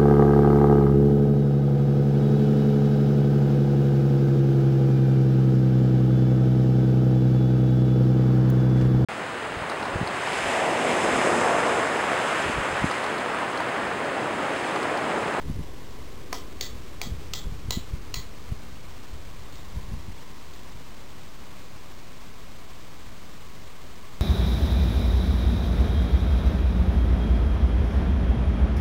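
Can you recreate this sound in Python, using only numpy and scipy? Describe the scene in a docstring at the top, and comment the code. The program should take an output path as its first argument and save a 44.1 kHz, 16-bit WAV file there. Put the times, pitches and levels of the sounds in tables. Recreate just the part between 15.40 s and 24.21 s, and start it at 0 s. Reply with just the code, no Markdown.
"""A ceiling fan spins just above the microphone, in a small room with a tiled ceiling.
The blades rush steadily, and their downdraught buffets the microphone until it is drawn away.
Close overhead, a hand tugs the pull chain and the switch in the metal housing snaps six times.
Let go, the chain swings and ticks faintly against the housing."""
import sys
import numpy as np
from scipy import signal
from scipy.fft import rfft, irfft
from scipy.io import wavfile

SR = 44100
rng = np.random.default_rng(int(sys.argv[2]) if len(sys.argv) > 2 else 0)


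def wav_out(sig):
    """Save sig, one row per channel (or a flat mono array), as 16-bit PCM at SR to the path in sys.argv[1]."""
    wavfile.write(sys.argv[1], SR, np.round(np.clip(np.atleast_2d(sig).T, -1, 1) * 32767).astype(np.int16))


N = 388521
TIME = np.arange(N) / SR


def from_db(db):
    """Decibels to gain."""
    return 10 ** (np.asarray(db) / 20)


def rms_one(x):
    """Scale to rms 1."""
    return x / np.sqrt(np.mean(x ** 2) + 1e-20)


def unit_energy(x):
    """Scale to energy 1."""
    return x / np.sqrt(np.sum(x ** 2) + 1e-20)


def in_time(rows):
    """Each column of a timed curve at every sample."""
    times, *columns = np.transpose(rows)
    return np.squeeze([np.interp(TIME, times, column) for column in columns])


def at_hz(points, hz):
    """Read a table on a log-frequency axis."""
    pitches, values = np.transpose(points)
    return np.interp(np.log(np.maximum(hz, 1)), np.log(pitches), values)


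def nearness(hz, centre_hz, octaves):
    """A bell curve over pitch, 1 at its centre."""
    return np.exp(-(np.log2(hz / centre_hz) / octaves) ** 2)


def band(x, low_hz, high_hz, order=2):
    """Butterworth band-pass."""
    return signal.sosfilt(signal.butter(order, [low_hz, high_hz], "band", fs=SR, output="sos"), x)


def ring(x, hz, width_hz):
    """A resonance; a unit click sets a wave of height about 1 ringing."""
    radius, angle = np.exp(-np.pi * width_hz / SR), 2 * np.pi * hz / SR
    return signal.lfilter([.5, 0, -.5], [1, -2 * radius * np.cos(angle), radius ** 2], x + 1e-18)


def add(track, start_s, sound):
    """Mix a sound in at a time."""
    start = max(round(start_s * SR), 0)
    track[start:start + len(sound)] += sound[:N - start]


def blade_rush(level_db=-43.5, echo_hz=1050, echo_octaves=0.32, overtone_share=0.35, flutter_db=0.73):
    """Broad air noise, joined by its reflections between fan and ceiling about a millisecond apart."""
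    # spectrum of the rushing air: frequency_hz, relative_db
    spectrum = [(22, 4), (60, -1), (120, -2), (170, -3), (250, -6), (500, -10.5), (850, -13), (1600, -15.5),
                (2400, -16.5), (3200, -17.5), (4500, -18.5), (5500, -19)]
    # the ceiling reinforces a pitch set by where the microphone is: time_s, pitch_hz, strength
    ceiling_echo = [(0.4, 975, 0.6), (0.8, 1130, 0.48), (3.7, 1170, 0.34), (4.5, 990, 0.62),
                    (5.9, 1116, 0.38), (8.8, 1080, 0.45)]
    hz = np.maximum(np.arange(N // 2 + 1) * SR / N, 1)
    low_cut = hz ** 2 / (hz ** 2 + 14 ** 2)
    air = irfft(rfft(rng.standard_normal(N)) * from_db(at_hz(spectrum, hz)) * low_cut, N)
    # the rough tiles mirror the midrange and scatter the rest
    mirrored = nearness(hz, echo_hz, echo_octaves)
    mirrored += overtone_share * nearness(hz, 2 * echo_hz, echo_octaves)
    pitch_hz, strength = in_time(ceiling_echo)
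    echo = air
    for bounce in range(2):
        reflected = irfft(rfft(echo) * mirrored, N)
        echo = strength * np.interp(TIME - 1 / pitch_hz, TIME, reflected)
        air = air + echo
    flutter = rms_one(band(rng.standard_normal(N), 3.6, 29, order=1))
    return from_db(level_db + flutter_db * flutter) * rms_one(air)


def blade_wash(low_hz=210, high_hz=490):
    """Air tumbles off the blades: a hollow whoosh heard right under them."""
    # wash at the microphone: time_s, level_db
    levels = [(0, -50.5), (1.0, -48.5), (2.3, -53.5), (4.0, -62), (8.8, -68)]
    whoosh = rms_one(band(rng.standard_normal(N), low_hz, high_hz, order=3))
    return from_db(in_time(levels)) * whoosh


def rumble(low_hz, high_hz):
    """Turbulent air as low noise at rms 1, already under way at the start."""
    return rms_one(band(rng.standard_normal(N + SR), low_hz, high_hz)[SR:])


def eddy(t, half_width_ms, skirt=2.7):
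    """A passing eddy: a pressure spike inside a wider trough."""
    offset = t / (half_width_ms / 1000)
    spike = (1 + offset ** 2) ** -2
    trough = (1 + (offset / skirt) ** 2) ** -2 / skirt
    return spike - trough


def buffeting(main_db=3, side_db=-5.5, swirl_db=-16, gap_s=.02, widening=1.25, scatter_db=2):
    """Lumpy draught on the microphone; each gust is a swirling run of eddies, strongest in the middle."""
    # draught at the microphone: time_s, level_db
    draught = [(0, -44), (1.0, -45.5), (2.1, -40), (3.4, -46.5), (4.5, -43), (4.9, -52), (5.7, -53.5),
               (8.8, -53)]
    # gusts hitting it: centre_s, relative_db, eddy_half_width_ms, swell_half_length_s
    gusts = [(0.1, -16.5, 1.8, 0.038), (0.194, -20, 2, 0.03), (1.351, -30, 5, 0.06),
             (1.673, -21, 1.8, 0.01), (1.723, -19.5, 3.9, 0.044), (2.074, -20, 5, 0.016),
             (2.124, -23.5, 3.2, .02), (2.286, -21, 2.7, 0.037), (2.374, -13.5, 1.97, 0.0059),
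             (2.539, -18.5, 4.3, 0.013), (2.775, -25.5, 4.9, .03), (3.123, -18.5, 2.8, .011),
             (3.734, -26.5, 7.9, 0.025), (4.374, -20, 3.9, .025), (4.539, -20, 4.2, 0.044),
             (4.688, -24.5, 2.9, .015), (5.356, -32, 6, .03)]
    wind = from_db(in_time(draught)) * rumble(low_hz=20, high_hz=85)
    swirl = from_db(swirl_db) * rumble(low_hz=30, high_hz=130)
    slots = np.array([-3, -2, -1, 1, 2, 3])   # weaker eddies before and after the main one
    for centre_s, gust_db, half_width_ms, swell_s in gusts:
        centre = int(centre_s * SR)
        near = slice(max(centre - SR // 5, 0), centre + SR // 5)
        t = TIME[near] - centre_s
        delays = gap_s * (slots + rng.uniform(-0.41, 0.404, len(slots)))
        sizes = from_db(side_db + scatter_db * rng.standard_normal(len(slots)))
        side_eddies = sizes @ eddy(t - delays[:, None], widening * half_width_ms)
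        main_eddy = from_db(main_db) * eddy(t, half_width_ms)
        swell = np.exp(-(t / swell_s) ** 2 / 2)
        wind[near] += from_db(gust_db) * (main_eddy + swell * (side_eddies + swirl[near]))
    return wind


def pawl_force(scrape_s=0.001437, scrape_db=-18, chatter_db=-28, chatter_s=0.0046):
    """The pawl scrapes off its tooth, slams home and chatters."""
    t = TIME[:SR // 8]
    chatter = from_db(chatter_db) * np.exp(-(t - scrape_s) / chatter_s)
    force = rng.standard_normal(len(t)) * np.where(t < scrape_s, from_db(scrape_db), chatter)
    force[int(scrape_s * SR)] = 1   # the slam
    return force


def housing(knock_hz, knock_db, ping_hz, ping_db, ping_octaves, knock_octaves=0.16,
            knock_focus_db=8, ping_focus_db=12, crack_db=15, mount_loss=0.028, scatter_db=2):
    """A blow on the metal housing: low modes knock, high ones ping; its spot favours a pitch of each."""
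    # modes of the housing: pitch_hz, width_hz, relative_db
    modes = [(410, 79, 2), (730, 81, 1.5), (1018, 11, 0), (1247, 53, 0), (1990, 14, 1.5), (3170, 91, 1.5),
             (3396, 83, 0.5), (3720, 89, 0), (4000, 67, -1.5), (4210, 150, -0.5), (4500, 55, -2.5),
             (4516, 30, 1.5), (5100, 370, 4), (5310, 21, 2)]
    knock_below_hz, spread_s = 1500, .0003
    knock, ping = np.zeros((2, SR // 8))
    for hz, width_hz, mode_db in modes:
        # bending waves reach each mode a little apart in time
        lag = int(rng.random() * spread_s * SR)
        drive = np.pad(pawl_force(), (lag, 0))[:SR // 8]
        # a mode first swings hard and loses that energy to the mount, then rings on
        crack = from_db(crack_db) * ring(drive, hz, width_hz + mount_loss * hz)
        mode = unit_energy(crack + ring(drive, hz, width_hz))
        # no two blows share their force alike among the modes
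        mode *= from_db(mode_db + scatter_db * rng.standard_normal())
        if hz < knock_below_hz:
            knock += from_db(knock_focus_db * nearness(hz, knock_hz, knock_octaves)) * mode
        else:
            ping += from_db(ping_focus_db * nearness(hz, ping_hz, ping_octaves)) * mode
    return from_db(knock_db) * unit_energy(knock) + from_db(ping_db) * unit_energy(ping)


def pull_switch(housing_gain_db=20, clack_gain_db=18, clack_width_hz=520, tick_hz=4100):
    """Snaps and chain ticks ring the housing into the room; the switch body's clack stays close, dry."""
    # switch snaps, levels before the gains:
    # start_s, clack_hz, clack_db, knock_hz, knock_db, ping_hz, ping_db, ping_spread_octaves
    snaps = [(0.9271, 2170, -26.5, 1050, -23.5, 5550, -25, 0.15),
             (1.2090, 2400, -30.5, 400, -35, 4600, -21, 0.16),
             (1.6144, 2260, -25.5, 700, -30.5, 4700, -25.5, 0.18),
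             (1.9346, 2470, -28.5, 1280, -35, 3800, -22.5, 0.85),
             (2.306, 2570, -31, 990, -30.5, 4080, -20, 0.17), (2.7406, 2650, -28, 1040, -34, 4250, -23, .3)]
    # loose chain touching the housing: start_s, relative_db
    chain_ticks = [(4.123, -46), (4.155, -44), (4.764, -52), (5.135, -44.5)]
    rings, clacks = np.zeros((2, N))
    for start_s, clack_hz, clack_db, *blow in snaps:
        add(rings, start_s, housing(*blow))
        body = ring(pawl_force(), clack_hz, clack_width_hz)
        clack = unit_energy(ring(body, clack_hz, 2 * clack_width_hz))
        add(clacks, start_s, from_db(clack_db + clack_gain_db) * clack)
    for start_s, tick_db in chain_ticks:
        # a tick is nearly all ping
        tick = housing(tick_hz, knock_db=tick_db - 13, ping_hz=tick_hz, ping_db=tick_db, ping_octaves=.4)
        add(rings, start_s, tick)
    return clacks + from_db(housing_gain_db) * (rings + room(rings))


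def room(x, wet_db=-6, walls_s=0.013, early_db=-11):
    """Weak scatter from the ceiling, then dense wall echoes that linger longest in the low treble."""
    # decay of the small room: frequency_hz, t60_s
    decay = [(500, 0.22), (2000, 0.27), (3500, 0.36), (5500, 0.21)]
    t = TIME[:SR // 2]
    edges_hz = np.geomspace(200, 7000, 7)
    white = rng.standard_normal((2, len(t)))
    tail = np.zeros(len(t))
    for k, (low, high) in enumerate(zip(edges_hz, edges_hz[1:])):
        t60_s = at_hz(decay, np.sqrt(low * high))
        tail += band(white[k % 2], low, high) * from_db(-60 * t / t60_s)
    tail *= np.where(t < walls_s, from_db(early_db), 1) * (t > .002)
    return from_db(wet_db) * signal.fftconvolve(x, unit_energy(tail))[:N]


def scene():
    """The switch snaps over the moving air, at one microphone under the fan."""
    return (pull_switch() + blade_rush() + blade_wash() + buffeting())[None]


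def record(dry, band_hz=5480, hold_samples=4, late_share=0.016, cutoff_hz=15850, dc_offset=-.0248):
    """A cheap camera samples at a quarter rate and holds each value, mirroring a gritty treble."""
    narrow = signal.sosfilt(signal.butter(10, band_hz, fs=SR, output="sos"), dry)
    # now and then a step comes one sample late
    late = rng.random(N) < late_share
    steps = np.maximum(np.arange(N) - late, 0) // hold_samples
    held = narrow[:, steps * hold_samples]
    top_cut = signal.ellip(12, .1, 70, cutoff_hz, fs=SR, output="sos")
    return signal.sosfilt(top_cut, held) + dc_offset


dry = scene()
out = record(dry)
wav_out(out)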